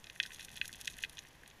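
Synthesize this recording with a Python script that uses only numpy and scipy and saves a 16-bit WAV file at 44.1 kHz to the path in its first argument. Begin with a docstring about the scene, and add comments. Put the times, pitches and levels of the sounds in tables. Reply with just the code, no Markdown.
"""A low rumble and a soft hiss of flow, under water just above the gravel bed of a river.
Pebbles knock and grit ticks as a large fish, itself unheard, swims by. Every contact rings the same
watertight camera housing, which passes little below 1.5 kHz. One faint bubble rings early on.
Fine gravel crackles in the current and settles near the end."""
import sys
import numpy as np
from scipy import signal
from scipy.fft import rfft, irfft
from scipy.io import wavfile

SR = 44100
rng = np.random.default_rng(int(sys.argv[2]) if len(sys.argv) > 2 else 0)


def wrap_up_sound(samples):
    """Save the sound to the file named by the first command line argument, as 16-bit audio."""
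    columns = np.atleast_2d(samples).T
    # keep every value between -1 and 1, then stretch to whole-number steps
    tamed = np.clip(columns, -1, 1)
    steps = np.round(tamed * 32767).astype(np.int16)
    wavfile.write(sys.argv[1], SR, steps)


N = 70560
RING_SAMPLES = 8192


def undb(db):
    return 10 ** (np.asarray(db) / 20)


def unit_rms(x):
    return x / np.sqrt(np.mean(x ** 2) + 1e-20)


def bins_hz(size):
    return np.maximum(np.fft.rfftfreq(size, 1 / SR), 1)


def envelope(rows):
    """Gain over time from (time [s], level [dB]) rows."""
    return undb(np.interp(np.arange(N) / SR, *np.array(rows).T))


def spectrum(rows, f_hz):
    """Gain over frequency from (frequency [Hz], gain [dB]) rows."""
    hz, db = np.array(rows).T
    return undb(np.interp(np.log(f_hz), np.log(hz), db))


def minimum_phase(gain):
    """Spectrum of the most compact causal response with this gain."""
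    cepstrum = irfft(np.log(gain + 1e-9))
    cepstrum[1:RING_SAMPLES // 2] *= 2
    cepstrum[RING_SAMPLES // 2 + 1:] = 0
    return np.exp(rfft(cepstrum))


def noise(gain):
    """Noise of rms 1, shaped by this gain over frequency."""
    return unit_rms(irfft(rfft(rng.standard_normal(N)) * gain, N))


# rumble spectrum (frequency [Hz], relative density [dB])
RUMBLE_SPECTRUM = [(15, 0.5), (28, -4), (48, 2.5), (70, -4), (110, -6.5), (200, -11.5), (320, -17),
                   (600, -26.5), (1200, -33)]
# rumble envelope (time [s], level [dB])
RUMBLE_LEVEL = [(0, -61), (.1, -68), (.3, -64), (.42, -66), (.53, -59.5), (.63, -59), (.78, -63),
                (.9, -59.5), (1.05, -64), (1.4, -67.5), (1.6, -63)]
# drone envelope (time [s], level [dB])
DRONE_LEVEL = [(0, -82), (.3, -70), (.6, -69), (.75, -78), (1.15, -70), (1.6, -78.5)]
# hiss spectrum (frequency [Hz], relative density [dB])
HISS_SPECTRUM = [(300, 0), (600, -3), (900, -0.5), (1300, -7), (1900, -1), (2250, -5), (3000, -7),
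                 (4700, -13.5), (7000, -16.5), (9000, -32), (11500, -17), (13000, -33), (15000, -28)]


def current(drone_hz=147.8, drone_width_hz=61, hiss_db=-63):
    """Flowing water: rumble, a narrow low drone and a steady hiss."""
    f_hz = bins_hz(N)
    drone_band = 1 / (1 + (2 * (f_hz - drone_hz) / drone_width_hz) ** 2)
    drone = envelope(DRONE_LEVEL) * noise(drone_band)
    rumble = envelope(RUMBLE_LEVEL) * noise(spectrum(RUMBLE_SPECTRUM, f_hz))
    hiss = undb(hiss_db) * noise(spectrum(HISS_SPECTRUM, f_hz))
    return rumble + drone + hiss


def bubble(start_s=0.29, pitch_hz=1045, peak_db=-58.5, t60_s=0.11):
    """A small bubble rings as a damped sine."""
    age_s = np.maximum(np.arange(N) / SR - start_s, 0)
    return undb(peak_db - 60 * age_s / t60_s) * np.sin(2 * np.pi * pitch_hz * age_s)


# housing transmission (frequency [Hz], gain [dB])
HOUSING_GAIN = [(500, -30), (1250, -20.5), (1400, -14), (1540, 1), (1850, 1.5), (2080, 1.5), (2190, -18.5),
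                (2330, -8.5), (2460, 3.5), (2620, 1.5), (2950, -2), (3430, 3), (3660, -1), (3860, -1.5),
                (4200, -5), (4750, -9.5), (5400, -6.5), (6800, -3), (7300, -11.5), (9200, -9.5),
                (10100, -3.5), (11600, -3.5), (12300, -10), (15000, -9.5)]
# housing modes (frequency [Hz], relative level [dB], t60 [s])
HOUSING_MODES = [(1530, -29, 0.015), (1863, -24.5, 0.052), (1940, -48, 0.024), (2563, -23, .036),
                 (3370, -35, 0.082), (4070, -28, 0.02)]


def housing(low_delay_s=0.00079, delay_corner_hz=2456):
    """Frequency response of the housing: a short knock and ringing modes, low notes slightly late."""
    t_s, f_hz = np.arange(RING_SAMPLES) / SR, bins_hz(RING_SAMPLES)
    knock = minimum_phase(spectrum(HOUSING_GAIN, f_hz))
    ring = 0.1 * sum(undb(db - 60 * t_s / t60_s) * np.cos(2 * np.pi * hz * t_s)
                     for hz, db, t60_s in HOUSING_MODES)
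    delay_s = low_delay_s / (1 + (f_hz / delay_corner_hz) ** 8)
    lag_rad = 2 * np.pi * np.cumsum(delay_s) * SR / RING_SAMPLES
    return knock * (1 + rfft(ring)) * np.exp(-1j * lag_rad)


def scatter(cloud_db, t60_s, above_hz):
    """Frequency response of the direct path plus fading reflections; energy is kept on average."""
    t_s = np.arange(RING_SAMPLES) / SR
    cloud = rng.standard_normal(RING_SAMPLES) * undb(-60 * t_s / t60_s)
    cloud_gain = undb(cloud_db) / np.hypot(1, (above_hz / bins_hz(RING_SAMPLES)) ** 3)
    reflections = rfft(cloud / np.linalg.norm(cloud)) * minimum_phase(cloud_gain)
    return (1 + reflections) / minimum_phase(np.hypot(1, cloud_gain))


def contact(pitch_hz, housing_response, rolloff_order=3.92, floor_db=-38, low_cut_ratio=0.57):
    """Stone strikes stone: a band-limited push, scattered by the bed, heard through the housing."""
    f_hz = bins_hz(RING_SAMPLES)
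    low_pass = 1 / np.hypot(1, (f_hz / pitch_hz) ** rolloff_order) + undb(floor_db)
    high_pass = 1 / np.hypot(1, (low_cut_ratio * pitch_hz / f_hz) ** 2)
    push = minimum_phase(low_pass * high_pass)
    among_stones = scatter(cloud_db=7.5, t60_s=0.016, above_hz=5200)
    bed_and_surface = scatter(cloud_db=-14, t60_s=0.06, above_hz=980)
    click = irfft(push * among_stones * bed_and_surface * housing_response)
    return click / np.linalg.norm(click) * np.sqrt(0.002 * SR)  # energy of 2 ms at rms 1


# grain sizes (contact pitch [Hz], base rate [1/s], relative level [dB])
GRAIN_SIZES = [(1890, 99, -8.5), (4500, 260, -6), (10000, 580, -4)]
# moving gravel envelope (time [s], level [dB])
GRAVEL_LEVEL = [(0, -67), (.17, -61.5), (.25, -55.5), (.3, -59.5), (.41, -53), (.465, -62.5), (.5, -58),
                (.58, -55.5), (.62, -54), (.66, -55), (.7, -55), (.79, -56), (.87, -57.5), (1.03, -54.5),
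                (1.08, -67), (1.18, -59.5), (1.27, -63.5), (1.38, -69.5), (1.48, -67), (1.6, -75)]


def fine_gravel(housing_response, spots=5, burst_db=2, burst_s=0.014, spread_db=4.5):
    """Fine gravel slips in short bursts: many faint contacts from several spots on the bed."""
    crackle = np.zeros(N)
    bursts = undb(burst_db * noise(np.exp(-(bins_hz(N) * burst_s) ** 2)))
    for pitch_hz, rate_per_s, level_db in GRAIN_SIZES:
        strength = undb(spread_db * np.minimum(rng.exponential(size=N), 3.5))
        polarity = rng.choice([-1, 1], N)
        struck = rng.random(N) < bursts * rate_per_s / SR
        hits = struck * strength * polarity * bursts
        hit_spot = rng.integers(spots, size=N)
        grains = np.zeros(N)
        for spot in range(spots):
            click = contact(pitch_hz, housing_response)
            grains += signal.fftconvolve(hits * (hit_spot == spot), click)[:N]
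        crackle += undb(level_db) * unit_rms(grains)
    return crackle * envelope(GRAVEL_LEVEL)


# stone contacts (time [s], level [dB], contact pitch [Hz])
STONE_CONTACTS = [ (0.0423, -45, 6200), (0.0695, -45.5, 4700), (0.0987, -41, 4370), (.160, -48, 2200),
                  (.2006, -22, 3500), (0.2296, -38, 6860), (0.2348, -35, 5200), (0.2525, -42.5, 1530),
                  (0.262, -43, 7500), (0.3056, -45.5, 2840), (0.3188, -45, 3560), (0.337, -53, 8000),
                  (0.3462, -44.5, 9050), (0.3606, -50, 6420), (0.3948, -42, 3270), (0.4038, -48, 4900),
                  (0.4081, -42.5, 5400), (0.4484, -42.5, 10100), (0.484, -46, 2600), (0.492, -52, 7050),
                  (.5031, -53, 5500), (0.5574, -47.5, 5860), (0.568, -51, 11100), (0.5732, -41, 4230),
                  (.579, -47, 5600), (0.6141, -25, 3240), (.6465, -50, 5000), (0.6482, -47, 1590),
                  (0.6553, -40, 7900), (0.679, -40, 11100), (.705, -56, 1360), (0.7286, -43, 7940),
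                  (0.7375, -47, 8500), (0.7462, -46.5, 3380), (0.767, -54.5, 6100), (0.8124, -40, 10000),
                  (0.818, -48.5, 6550), (.8473, -45.5, 9300), (.8559, -42.5, 8600), (0.8732, -39, 5300),
                  (0.8752, -36.5, 9200), (0.8772, -28.5, 4000), (0.8997, -47, 7560), (0.9357, -53, 7500),
                  (0.9406, -49.5, 5600), (0.9845, -49, 11400), (.9886, -43, 3220), (1.0238, -48, 10000),
                  (1.0286, -41.5, 8640), (1.0371, -27.5, 3320), (1.043, -48.5, 8200), (1.0477, -34.5, 3570),
                  (1.0961, -46, 8600), (1.129, -57.5, 13100), (1.1711, -45, 4830), (1.1825, -41.5, 4260),
                  (1.1901, -38.5, 6250), (1.25, -50.5, 2300), (1.271, -58, 8300), (1.434, -49.5, 1400),
                  (1.461, -52, 3600), (1.4776, -50.5, 10000), (1.501, -53.5, 6600), (1.512, -55, 4500)]


def stones(housing_response, gain_db=0.5):
    """Distinct contacts: heavy pebbles knock low, grit ticks high."""
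    knocks = np.zeros(N + RING_SAMPLES)
    for time_s, level_db, pitch_hz in STONE_CONTACTS:
        start = int(time_s * SR)
        click = contact(pitch_hz, housing_response)
        knocks[start:start + RING_SAMPLES] += undb(level_db + gain_db) * click
    return knocks[:N]


def scene():
    """Mono mix; gravel and stones share one housing."""
    housing_response = housing()
    mix = current() + bubble() + fine_gravel(housing_response) + stones(housing_response)
    return mix[None]


def record(dry):
    """A steep low-pass cuts the top treble."""
    cutoff_hz = 15100
    return signal.sosfilt(signal.ellip(8, 0.2, 70, cutoff_hz, fs=SR, output="sos"), dry)


dry = scene()
out = record(dry)
wrap_up_sound(out)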